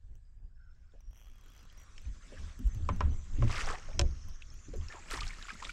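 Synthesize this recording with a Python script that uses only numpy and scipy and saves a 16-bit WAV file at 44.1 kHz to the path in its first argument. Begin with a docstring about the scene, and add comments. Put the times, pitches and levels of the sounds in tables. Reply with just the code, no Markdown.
"""On calm open water, an angler in a plastic kayak lands a fish. Knocks, mostly of the landing net on the
hollow hull, ring as fading tones and noise bursts, among low soft booms, bumps and gulps.
Splashes and drips are swarms of ringing air bubbles. The reel ticks with tiny noise bursts, and the taut
line sings in thin bands of noise. Air and the rocking boat rumble in a microphone mounted on the kayak."""
import sys
import numpy as np
from scipy import signal
from scipy.fft import rfft, irfft, next_fast_len
from scipy.io import wavfile
from scipy.ndimage import uniform_filter1d, map_coordinates

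SR = 44100
rng = np.random.default_rng(int(sys.argv[2]) if len(sys.argv) > 2 else 0)


def unload_audio(sound):
    """Save the sound as a 16-bit wav file, at the path given as the first command line argument."""
    columns = np.transpose(np.atleast_2d(sound))
    # keep every value between -1 and 1, then stretch to whole-number steps
    steps = np.round(np.clip(columns, -1, 1) * 32767)
    wavfile.write(sys.argv[1], SR, steps.astype(np.int16))


N = 252252  # length in samples


def amp(db):
    """Turn decibels into a gain."""
    return 10 ** (np.asarray(db) / 20)


def unit(x):
    """Scale a sound to an rms (average strength) of 1."""
    return x / np.sqrt(np.mean(x ** 2) + 1e-20)


def clock(length):
    """Sample times over a length in seconds."""
    return np.arange(int(length * SR)) / SR


def curves(rows):
    """Join table rows with straight lines: one curve for each column after the time."""
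    s, *columns = np.transpose(rows)
    return [np.interp(np.arange(N) / SR, s, column) for column in columns]


def wobble(rate):
    """A smooth random curve through a given number of random points a second."""
    points = rng.standard_normal(int(N * rate / SR) + 4)
    return map_coordinates(points, [np.arange(N) * rate / SR])


def add(track, s, sound):
    """Mix a sound into a track from time s."""
    start = int(np.clip(round(s * SR), 0, N - 1))
    track[start:start + len(sound)] += sound[:N - start]


def swell(s, rise_s, t60):
    """An envelope that grows to 1 at time s, then falls 60 dB in t60 seconds."""
    t = np.arange(N) / SR - s
    return np.exp(np.minimum(t, 0) / rise_s) * amp(-60 * np.maximum(t, 0) / t60)


def colour(x, points):
    """Filter a sound to follow (Hz, dB) points, without any sound before its start."""
    size = 2 * next_fast_len(len(x) // 2 + 4096)
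    hz, db = np.transpose(points)
    gain = amp(np.interp(np.log(np.fft.rfftfreq(size, 1 / SR) + 1), np.log(hz), db))
    # Folding the cepstrum gives the filter minimum phase: it acts as early as it can.
    cepstrum = irfft(np.log(gain + 1e-6))
    cepstrum[1:size // 2] *= 2
    cepstrum[size // 2 + 1:] = 0
    response = np.exp(rfft(cepstrum))
    return irfft(rfft(x, size) * response)[:len(x)]


def noise(points):
    """Steady coloured noise of rms 1."""
    return unit(colour(rng.standard_normal(N), points))


def narrow(hz, width_hz):
    """A band of noise round a moving centre, rms 1."""
    phase = 2 * np.pi * np.cumsum(hz) / SR
    return unit(wobble(width_hz) * np.cos(phase) + wobble(width_hz) * np.sin(phase))


def patchy(x, patchy_db):
    """Give a rush patches of random strength in time and pitch, rms 1."""
    z = signal.stft(x, nperseg=512)[2]
    field = uniform_filter1d(rng.standard_normal(z.shape), size=7, axis=0)  # smooth over pitch
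    field = uniform_filter1d(field, size=6, axis=1)  # smooth over time
    patched = z * amp(patchy_db * unit(field))
    return unit(signal.istft(patched, nperseg=512)[1][:N])


def bubble(t, hz, cycles, rise):
    """A pocket of air rings and fades 60 dB in some cycles, its pitch rising as it nears the surface."""
    age = t * hz / cycles
    tone = np.sin(2 * np.pi * hz * t * (1 + rise * np.minimum(age, 2) / 2))
    return tone * amp(-60 * age) * (1 - np.exp(-t * hz))


def swarm(low_hz, high_hz, cycles, spread_db, count):
    """Many bubbles of random time, pitch and strength, rms 1."""
    when, pitch, size = rng.random((count, 3)).T[:, :, None]
    hz = low_hz * (high_hz / low_hz) ** pitch
    t = clock(cycles / low_hz)
    strength = amp(-spread_db * np.log(size + .02))  # a few bubbles stand out
    grains = strength * bubble(t, hz, cycles, rise=.25)
    places = (when * N).astype(int) + np.arange(len(t))
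    return unit(np.bincount(places.ravel(), grains.ravel(), N)[:N])


def ring(modes, t, vary_db):
    """A struck part sounds its own fading tones at slightly random strengths, peak 1."""
    hz, db, t60 = np.transpose(modes)[:, :, None]
    chance = rng.standard_normal((len(modes), 2))
    strength = amp(db + vary_db * chance[:, :1] - 60 * t / t60)
    x = np.sum(strength * np.sin(2 * np.pi * hz * t + 2 * chance[:, 1:]), 0)
    x *= 1 - np.exp(-2 * t * hz.mean())  # soften the first instant
    return x / np.abs(x).max()


# Tones of each struck part: (frequency [Hz], relative level [dB], time to fade 60 dB [s])
HULL_TONES = [(155, -17, 0.18), (211, -9.5, 0.55), (270, -13, 0.2), (354.5, 0, 0.21), (430, -19, 0.19),
              (575, 3.5, 0.093), (720, -3.5, 0.092)]
DECK_TONES = [(794, -0.5, 0.029), (937, -10, 0.13), (1022, 4.5, 0.067), (1120, 8, 0.026), (1318, -6, 0.073),
              (1900, -20, 0.048), (2150, -17.5, 0.034)]
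FRAME_TONES = [(1550, -6, .025), (1800, -6, .025), (2350, -3, .02), (2650, -4, .007), (3185, -4, .018),
               (3950, -13, .02), (5360, 1, .02), (5500, 2.5, .005), (6280, -7, .015)]
# Colour of a hard contact: (frequency [Hz], relative level [dB])
CRACK_COLOUR = [(150, -18), (600, -40.5), (2500, 9), (5500, 0.5), (7500, -0.5), (10000, -16.5),
                (15000, -53.5)]
# Knocks on the kayak, and one light high click of reel or rod at 1.98 s, by how hard each set of tones
# is rung: (time [s], hull relative level [dB], deck relative level [dB], frame relative level [dB])
KNOCKS = [(1.98, -71, -84, -45), (2.889, -41, -23.5, -40), (2.8953, -68, -35, -58),
          (3.0068, -40, -22.5, -40), (3.423, -30, -31.5, -48), (3.994, -28, -30, -17),
          (4.013, -33, -44, -26.5), (4.738, -46, -57, -49)]


def knocks():
    """Knocks on the kayak and one light click: a hard crack with ringing frame, deck and hull tones."""
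    out, t = np.zeros(N), clock(.5)
    clatter_colour = [(300, 8.5), (1250, 7.5), (3000, -5.0), (6000, -29.5), (14000, -68)]
    thud_colour = [(80, -12), (200, -6), (400, -4), (800, -13), (2000, -50), (6000, -110)]
    for s, hull_db, deck_db, frame_db in KNOCKS:
        # a sharp burst with a weaker, longer tail
        contact = rng.standard_normal(len(t)) * (amp(-60 * t / 0.0047) + amp(-11 - 60 * t / 0.04))
        frame = 0.85 * ring(FRAME_TONES, t, vary_db=1.5) + 0.85 * colour(contact, CRACK_COLOUR)
        rattle = rng.standard_normal(len(t)) * (amp(-60 * t / 0.043) + amp(-21.5 - 60 * t / .5))
        deck = .75 * ring(DECK_TONES, t, vary_db=1.5) + .6 * colour(rattle, clatter_colour)
        thud = colour(rng.standard_normal(len(t)) * amp(-60 * t / .2), thud_colour)
        hull = ring(HULL_TONES, t, vary_db=1.5) + 1.1 * thud
        add(out, s, amp(hull_db) * hull + amp(deck_db) * deck + amp(frame_db) * frame)
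    return out


SWELL_S = 0.012  # width of the smooth rise before each crest
# Low soft booms that swell and fade:
# (time of the crest [s], level [dB], frequency [Hz], time to fade 60 dB [s])
BOOMS = [(1.091, -39.5, 39, 0.13), (2.085, -35.5, 49, .19), (2.668, -18, 44, 0.055),
         (2.766, -33, 95.5, 0.095), (2.838, -29, 84.4, 0.11), (2.913, -33, 88.1, 1),
         (3.053, -19.5, 70, 0.3), (3.411, -25.5, 115.7, 0.27), (3.445, -24, 113.7, .16),
         (4.028, -24, 64.6, 0.36), (4.803, -38, 78, 0.3), (5.214, -34, 29.3, 1)]


def booms():
    """Low soft booms: each is one deep tone that swells to a crest and fades."""
    out = np.zeros(N)
    for s, db, hz, t60 in BOOMS:
        t = clock(1) - .2  # the crest is at 0
        rise = np.exp(-(t / SWELL_S) ** 2 / 2)
        fall = amp(-60 * (np.hypot(t, .005) - .005) / t60)  # rounded at the crest
        shape = np.where(t < 0, rise, fall)
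        add(out, s + t[0], amp(db) * shape * np.cos(2 * np.pi * hz * t))
    return out


# Soft low bumps and gulps at the hull: (time [s], relative level [dB], middle frequency [Hz])
BUMPS_AND_GULPS = [(.936, -51.5, 586), (2.079, -46, 213), (2.32, -38.5, 501), (2.591, -33, 222),
                   (2.79, -41, 271), (2.9, -26, 212), (3.05, -38, 223), (3.382, -33, 274),
                   (3.434, -28.5, 262), (3.495, -30.5, 1120), (3.885, -41, 650), (4.035, -36.5, 467),
                   (4.683, -37, 249), (4.735, -34, 418), (4.768, -41, 247), (4.94, -45, 580),
                   (5.134, -36.5, 339), (5.521, -42, 196)]


def bumps_and_gulps():
    """Soft low bumps and gulps at the hull: a dull noise burst with a cluster of short low tones."""
    out, t = np.zeros(N), clock(.2)
    for s, db, hz in BUMPS_AND_GULPS:
        push = rng.standard_normal(len(t)) * (1 - np.exp(-t / 0.0035)) * amp(-60 * t / 0.063)
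        dull_colour = [(hz / 4, -14), (hz / 2.8, -3), (hz, 0), (hz * 1.33, -9), (hz * 4, -45),
                       (hz * 12, -100)]
        burst = colour(push, dull_colour)
        add(out, s, 0.44 * amp(db) * burst / np.abs(burst).max())
        for k, (delay, pitch) in enumerate(rng.random((4, 2))):  # each tone is weaker than the last
            tone = bubble(t, hz * 1.5 ** (pitch - .5), cycles=23.0, rise=0.022)
            add(out, s + .009 * k * (1 + delay / 2), amp(db - 3.5 - 2.66 * k) * tone)
    return out


# Colours of fine spray and coarser slosh: (frequency [Hz], relative level [dB])
SPRAY_COLOUR = [(880, -19.5), (1500, -2), (2050, 2), (2830, 1), (3760, -2), (5150, 2), (8000, -0.5),
                (10700, -17.5), (14400, -26), (15600, -26)]
SLOSH_COLOUR = [(150, 5.5), (350, -6.5), (700, -4.5), (1300, 6), (1800, 1), (2600, -17), (5000, -73)]
# Surges of thrown water: (time of the crest [s], spray relative level [dB], slosh relative level [dB],
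# mist level relative to the spray column [dB], rise time [s], time to fade 60 dB [s])
SURGES = [(3.514, -43, -44.5, -35, 0.015, 0.99), (3.604, -39.5, -40.5, -27, 0.077, 0.24),
          (3.689, -41, -35.5, -31, 0.029, 0.33), (3.89, -66, -56.5, -32, 0.023, 0.16),
          (4.929, -57.5, -52, -22, 0.036, 0.63), (5.112, -42.5, -42.5, -6, 0.0051, 0.13),
          (5.138, -41, -41.5, -14, 0.027, 0.39), (5.27, -51, -55.5, -17, 0.081, 0.95),
          (5.505, -53.5, -62, -18, 0.12, 0.52), (5.654, -48, -54, -30, 0.048, 0.36),
          (5.696, -48, -73, -11, .008, 0.11)]


def splashes():
    """Thrown water: mist, spray and slosh, made of bubbles, with a torn rush in spray and slosh."""
    power = np.zeros((3, N))
    for s, spray_db, slosh_db, mist_db, rise_s, t60 in SURGES:
        levels = amp([spray_db + mist_db, spray_db, slosh_db])
        power += np.outer(levels, swell(s, rise_s, t60)) ** 2
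    mist_gain, spray_gain, slosh_gain = np.sqrt(power)

    fizz = swarm(1500, 12000, cycles=7, spread_db=5.5, count=16000)
    beads = swarm(1600, 7000, cycles=30, spread_db=6.5, count=2600)
    spray = unit(colour(fizz + .7 * beads + .5 * rng.standard_normal(N), SPRAY_COLOUR))

    specks = swarm(6000, 15000, cycles=5, spread_db=6, count=6000)
    mist = unit(colour(specks, [(4000, -20), (8000, 0), (11000, -8), (15500, -22)]))

    pockets = swarm(330, 2000, cycles=22, spread_db=3.5, count=3000)
    slosh = unit(colour(pockets + 1.5 * rng.standard_normal(N), SLOSH_COLOUR))

    tearing = amp(0.43 * wobble(90))  # sheets of water land unevenly
    return tearing * (mist_gain * mist + amp(-1) * spray_gain * spray + amp(-2.5) * slosh_gain * slosh)


# Showers of small drips and bubbles: (start time [s], end time [s], drips per second [1/s],
# middle relative level [dB], first frequency [Hz], last frequency [Hz])
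SHOWERS = [(3.496, 3.741, 70, -44, 2200, 802), (3.778, 3.925, 41, -54.5, 1950, 606),
           (4.099, 4.65, 8.2, -51, 5430, 5640), (4.87, 4.983, 65, -48, 2160, 767),
           (5.2, 5.7, 20, -44.5, 1565, 1504)]
# life of each bubble, and full width of the random spread
DRIP_CYCLES, DRIP_SPREAD_OCTAVES, DRIP_SPREAD_DB = 45, .6, 7


def drips():
    """Small drops fall at uneven intervals, their pitch drifting: rows like those of the single drops."""
    rows = []
    for start, end, rate, db, first_hz, last_hz in SHOWERS:
        times = np.arange(start, end, 1 / rate)
        for s, (late, size, pitch) in zip(times, rng.random((len(times), 3))):
            middle_hz = first_hz * (last_hz / first_hz) ** ((s - start) / (end - start))
            hz = middle_hz * 2 ** (DRIP_SPREAD_OCTAVES * (pitch - .5))
            level_db = db + DRIP_SPREAD_DB * (size - .5)
            rows.append((s + late / rate, level_db, hz, DRIP_CYCLES))
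    return rows


# Single drops, loud and faint:
# (time [s], relative level [dB], frequency [Hz], life [cycles to fade 60 dB])
DROPS = [(3.48, -34.5, 2380, 14), (3.561, -33, 5100, 38), (3.606, -20.5, 2100, 8.6), (4.422, -36, 2610, 22),
         (4.502, -51, 5330, 180), (4.885, -36.5, 5400, 38), (4.902, -44.5, 1780, 155),
         (4.924, -34, 2255, 14), (5.123, -31, 1354, 22.4), (5.143, -24.5, 1230, 9.2),
         (5.175, -30, 1030, 16), (5.208, -21, 3850, 9.4), (5.217, -36.5, 1200, 66), (5.232, -27, 2930, 16),
         (5.279, -30.5, 5350, 21), (5.306, -33.5, 2210, 30), (5.426, -30, 3660, 14.6),
         (5.453, -38.5, 1440, 19), (5.484, -32, 1332, 15), (5.492, -31.5, 2170, 16), (5.503, -28, 1625, 23),
         (5.6256, -26, 1140, 9), (5.65, -27, 3490, 19), (5.694, -34, 2303, 53), (5.694, -34, 1430, 43)]


def drops():
    """A drop ticks on the surface, traps one bubble and scatters weaker ones."""
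    out, t = np.zeros(N), clock(.08)
    for s, db, hz, cycles in DROPS + drips():
        tick = colour(rng.standard_normal(len(t)) * amp(-60 * t / 0.027), CRACK_COLOUR)
        add(out, s, amp(db) * (1.23 * bubble(t, hz, cycles, rise=0.027) + 0.16 * tick))
        for delay, pitch in rng.random((3, 2)):
            weaker = bubble(t, hz * 2 ** (pitch - .5), cycles=27, rise=0.32)
            add(out, s + 0.016 * (delay - .3), amp(db - 10) * weaker)
    return out


# The fish takes line: (start time [s], fastest time [s], end time [s],
# top click rate [1/s], relative level at the top rate [dB])
RUNS = [(1.109, 1.176, 1.385, 142, -59), (1.411, 1.572, 1.66, 77, -57), (1.776, 1.815, 1.84, 70, -56)]
CREEP_PER_S = 35  # click rate at both ends of a run
CLICK_DB_PER_DOUBLING, CLICK_SCATTER_DB = 1, 0.5  # faster is louder; random spread


def pawl_clicks():
    """In each run the spool speeds up and slows again, one click a tooth: rows (s, dB)."""
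    rows = []
    for start, fastest, end, top_rate, db in RUNS:
        t = start + clock(end - start)
        rate = 2 ** np.interp(t, [start, fastest, end], np.log2([CREEP_PER_S, top_rate, CREEP_PER_S]))
        teeth_passed = np.floor(np.cumsum(rate) / SR)
        teeth = np.flatnonzero(np.diff(teeth_passed, prepend=-1))
        level = db + CLICK_DB_PER_DOUBLING * np.log2(rate[teeth] / top_rate)
        rows += zip(t[teeth], level + CLICK_SCATTER_DB * rng.standard_normal(len(teeth)))
    return rows


# Colour of a click of the pawl, the catch on the teeth: (frequency [Hz], relative level [dB])
PAWL_COLOUR = [(800, 4), (2000, -2), (3200, 5.5), (4400, -44.5), (5900, 10), (7000, -9), (8500, -9.5),
               (10200, -10.5), (11300, -10), (12800, 0.5), (14200, -24), (15800, -6)]
# The drag slips by one tooth: (time [s], relative level [dB])
SLIPS = [(0.154, -64.5), (1.006, -61.5), (1.726, -59), (2.017, -58), (2.591, -50.5), (2.673, -50.5),
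         (2.747, -52), (2.962, -51), (4.285, -50), (4.541, -55), (4.761, -54)]


def reel():
    """The fish takes line and the drag's pawl snaps over its teeth: short bursts of coloured noise."""
    out, t = np.zeros(N), clock(.05)
    for s, db in SLIPS + pawl_clicks():
        snap = amp(-60 * t / .006) + amp(-14 - 60 * t / .055)  # sharp start, weaker tail
        add(out, s, amp(db) * rng.standard_normal(len(t)) * snap)
    return 1.46 * colour(out, PAWL_COLOUR)


# The taut line catches in a guide and sings:
# (time [s], frequency [Hz], relative level [dB], time to fade 60 dB [s])
WHISTLES = [(.225, 4880, -86.5, 2.6), (.55, 5310, -84, 2.8), (1.012, 5670, -75, 1.84),
            (1.78, 5770, -66.5, 0.6), (1.92, 5940, -66.5, 0.72), (2.02, 6150, -71.5, 2.6),
            (2.69, 6200, -67.5, 0.89), (2.915, 6220, -67, .35), (3.11, 6040, -62, .6)]
WHISTLE_ATTACK_S = 0.0054
# The loaded reel squeals faintly: (time [s], middle frequency [Hz], middle level [dB])
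SQUEAL = [(.52, 1620, -92), (.61, 1524, -74.5), (.69, 1425, -73), (.76, 1590, -82.5), (1.05, 1560, -90),
          (1.1, 3220, -108), (1.2, 3320, -80), (1.52, 3310, -77), (1.75, 3350, -86)]
# The line's breathy hiss: (time [s], centre frequency [Hz], middle level [dB])
HISS = [(.3, 7600, -93.5), (1, 6980, -100), (1.2, 6300, -97), (1.65, 6570, -99), (1.85, 7500, -78.5),
        (3.2, 7200, -71), (3.9, 5860, -65), (4.3, 5920, -65), (5, 7120, -65.5)]


def line():
    """The taut line sings in the rod's guides and hisses, and the reel squeals: moving bands of noise."""
    pitch_hz, gain = np.full(N, float(WHISTLES[0][1])), np.zeros(N)
    for s, hz, db, t60 in WHISTLES:
        note = amp(db) * swell(s, WHISTLE_ATTACK_S, t60)
        pitch_hz = np.where(note > gain, hz, pitch_hz)  # the strongest note sets the pitch
        gain = np.maximum(note, gain)
    whistle = gain * amp(-2.0 + 4 * wobble(35.33)) * narrow(pitch_hz, width_hz=130)

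    squeal_hz, squeal_db = curves(SQUEAL)
    squeal_band = narrow(squeal_hz + 50 * wobble(25), width_hz=260)
    squeal = amp(squeal_db + 2 * wobble(40)) * squeal_band

    centre_hz, hiss_db = curves(HISS)
    hiss = patchy(narrow(centre_hz, width_hz=1650), patchy_db=3.5)
    return whistle + squeal + amp(hiss_db + wobble(31)) * hiss


# The boat lurches as the angler moves: (time of the crest [s], relative rumble level [dB])
LURCHES = [(0.119, -41), (.44, -42), (1.09, -45), (2.08, -38), (2.44, -35), (2.68, -33.5), (2.791, -31),
           (2.92, -27), (3.08, -25.5), (3.44, -24.5), (3.66, -33.5), (4.03, -25.5), (4.279, -36.5),
           (4.529, -40), (4.79, -35.5), (5.23, -34), (5.7, -43.5)]
LURCH_RISE_DB_PER_S, LURCH_FALL_DB_PER_S = 93, 96
AIR_DB = -50  # lowest value of the rocking curve, while the boat lies still


def rocking():
    """A rumble curve in dB: each lurch builds and settles over the steady air."""
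    s, db = np.transpose(LURCHES)[:, :, None]
    t = np.arange(N) / SR - s
    lurch_db = db + np.minimum(LURCH_RISE_DB_PER_S * t, -LURCH_FALL_DB_PER_S * t)
    return np.maximum(lurch_db.max(axis=0), AIR_DB)


# Colours of the rumble, the drumming hull, the rippling water and the steady floor:
# (frequency [Hz], relative level [dB])
RUMBLE_COLOUR = [(8.8, -27.5), (15, 8), (36, -2.5), (59, -6.5), (97, -14), (146, -28), (241, -60),
                 (363, -44), (503, -44), (617, -45.5), (900, -45.5), (1170, -66.5), (1980, -120)]
DRUMMING_COLOUR = [(25, -26.5), (70, 6), (110, -1.5), (165, -10.5), (220, -14), (330, -22.5), (700, -37),
                   (2000, -100)]
RIPPLE_COLOUR = [(120, -3.5), (200, 5), (372, -5), (497, -6), (907, -10), (1090, -1.5), (1600, -3.5),
                 (4120, -12), (5820, -10), (7650, -14), (11200, -34.5), (12300, -33.5), (15600, -75)]
FLOOR_COLOUR = [(100, 15), (400, -25.5), (1000, -7), (6000, -33.5), (10000, -30.5), (16000, -18)]
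# Soft rush of rippling water and clothing: (time [s], relative level [dB])
RUSTLE = [(0.0, -84), (0.53, -88), (0.76, -82), (1.08, -81), (1.45, -69.5), (2.17, -66), (2.41, -58.5),
          (2.7, -67), (3.3, -65.5), (3.9, -64.5), (4.51, -68), (4.85, -63)]
RUSTLE_GAIN_DB = 1.5  # added to the rush levels


def surroundings():
    """Low rumble of air and boat, a soft rustling rush with tiny water ticks, and a faint steady floor."""
    rocking_db = rocking()
    deep = unit(colour(noise(RUMBLE_COLOUR), [(40, 0.0), (80, -0.5), (400, -6.0)]))
    rumble = amp(rocking_db - 1.5) * deep
    # harder rocking drums the hollow hull
    drumming = amp(1.462 * rocking_db + 3.5) * noise(DRUMMING_COLOUR)
    trickle = swarm(2200, 6500, cycles=40, spread_db=4, count=170)
    water = patchy(noise(RIPPLE_COLOUR), patchy_db=3.0) + 0.2 * trickle
    flutter_db = 1.1 * wobble(25)
    rush = amp(curves(RUSTLE)[0] + RUSTLE_GAIN_DB + flutter_db) * water
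    return rumble + drumming + rush + amp(-85.5) * noise(FLOOR_COLOUR)


def scene():
    """Add up all the sounds, close by on open water, with no echo."""
    boat = knocks() + booms() + bumps_and_gulps()
    water = splashes() + drops()
    tackle = reel() + line()
    return (boat + water + tackle + surroundings())[None]


TOP_HZ = 15800  # band limit


def record(dry):
    """Remove everything at or above the band limit."""
    size = next_fast_len(N + SR // 2)
    keep = np.fft.rfftfreq(size, 1 / SR) < TOP_HZ
    return irfft(rfft(dry, size) * keep, size)[:, :N]


dry = scene()
out = record(dry)
unload_audio(out)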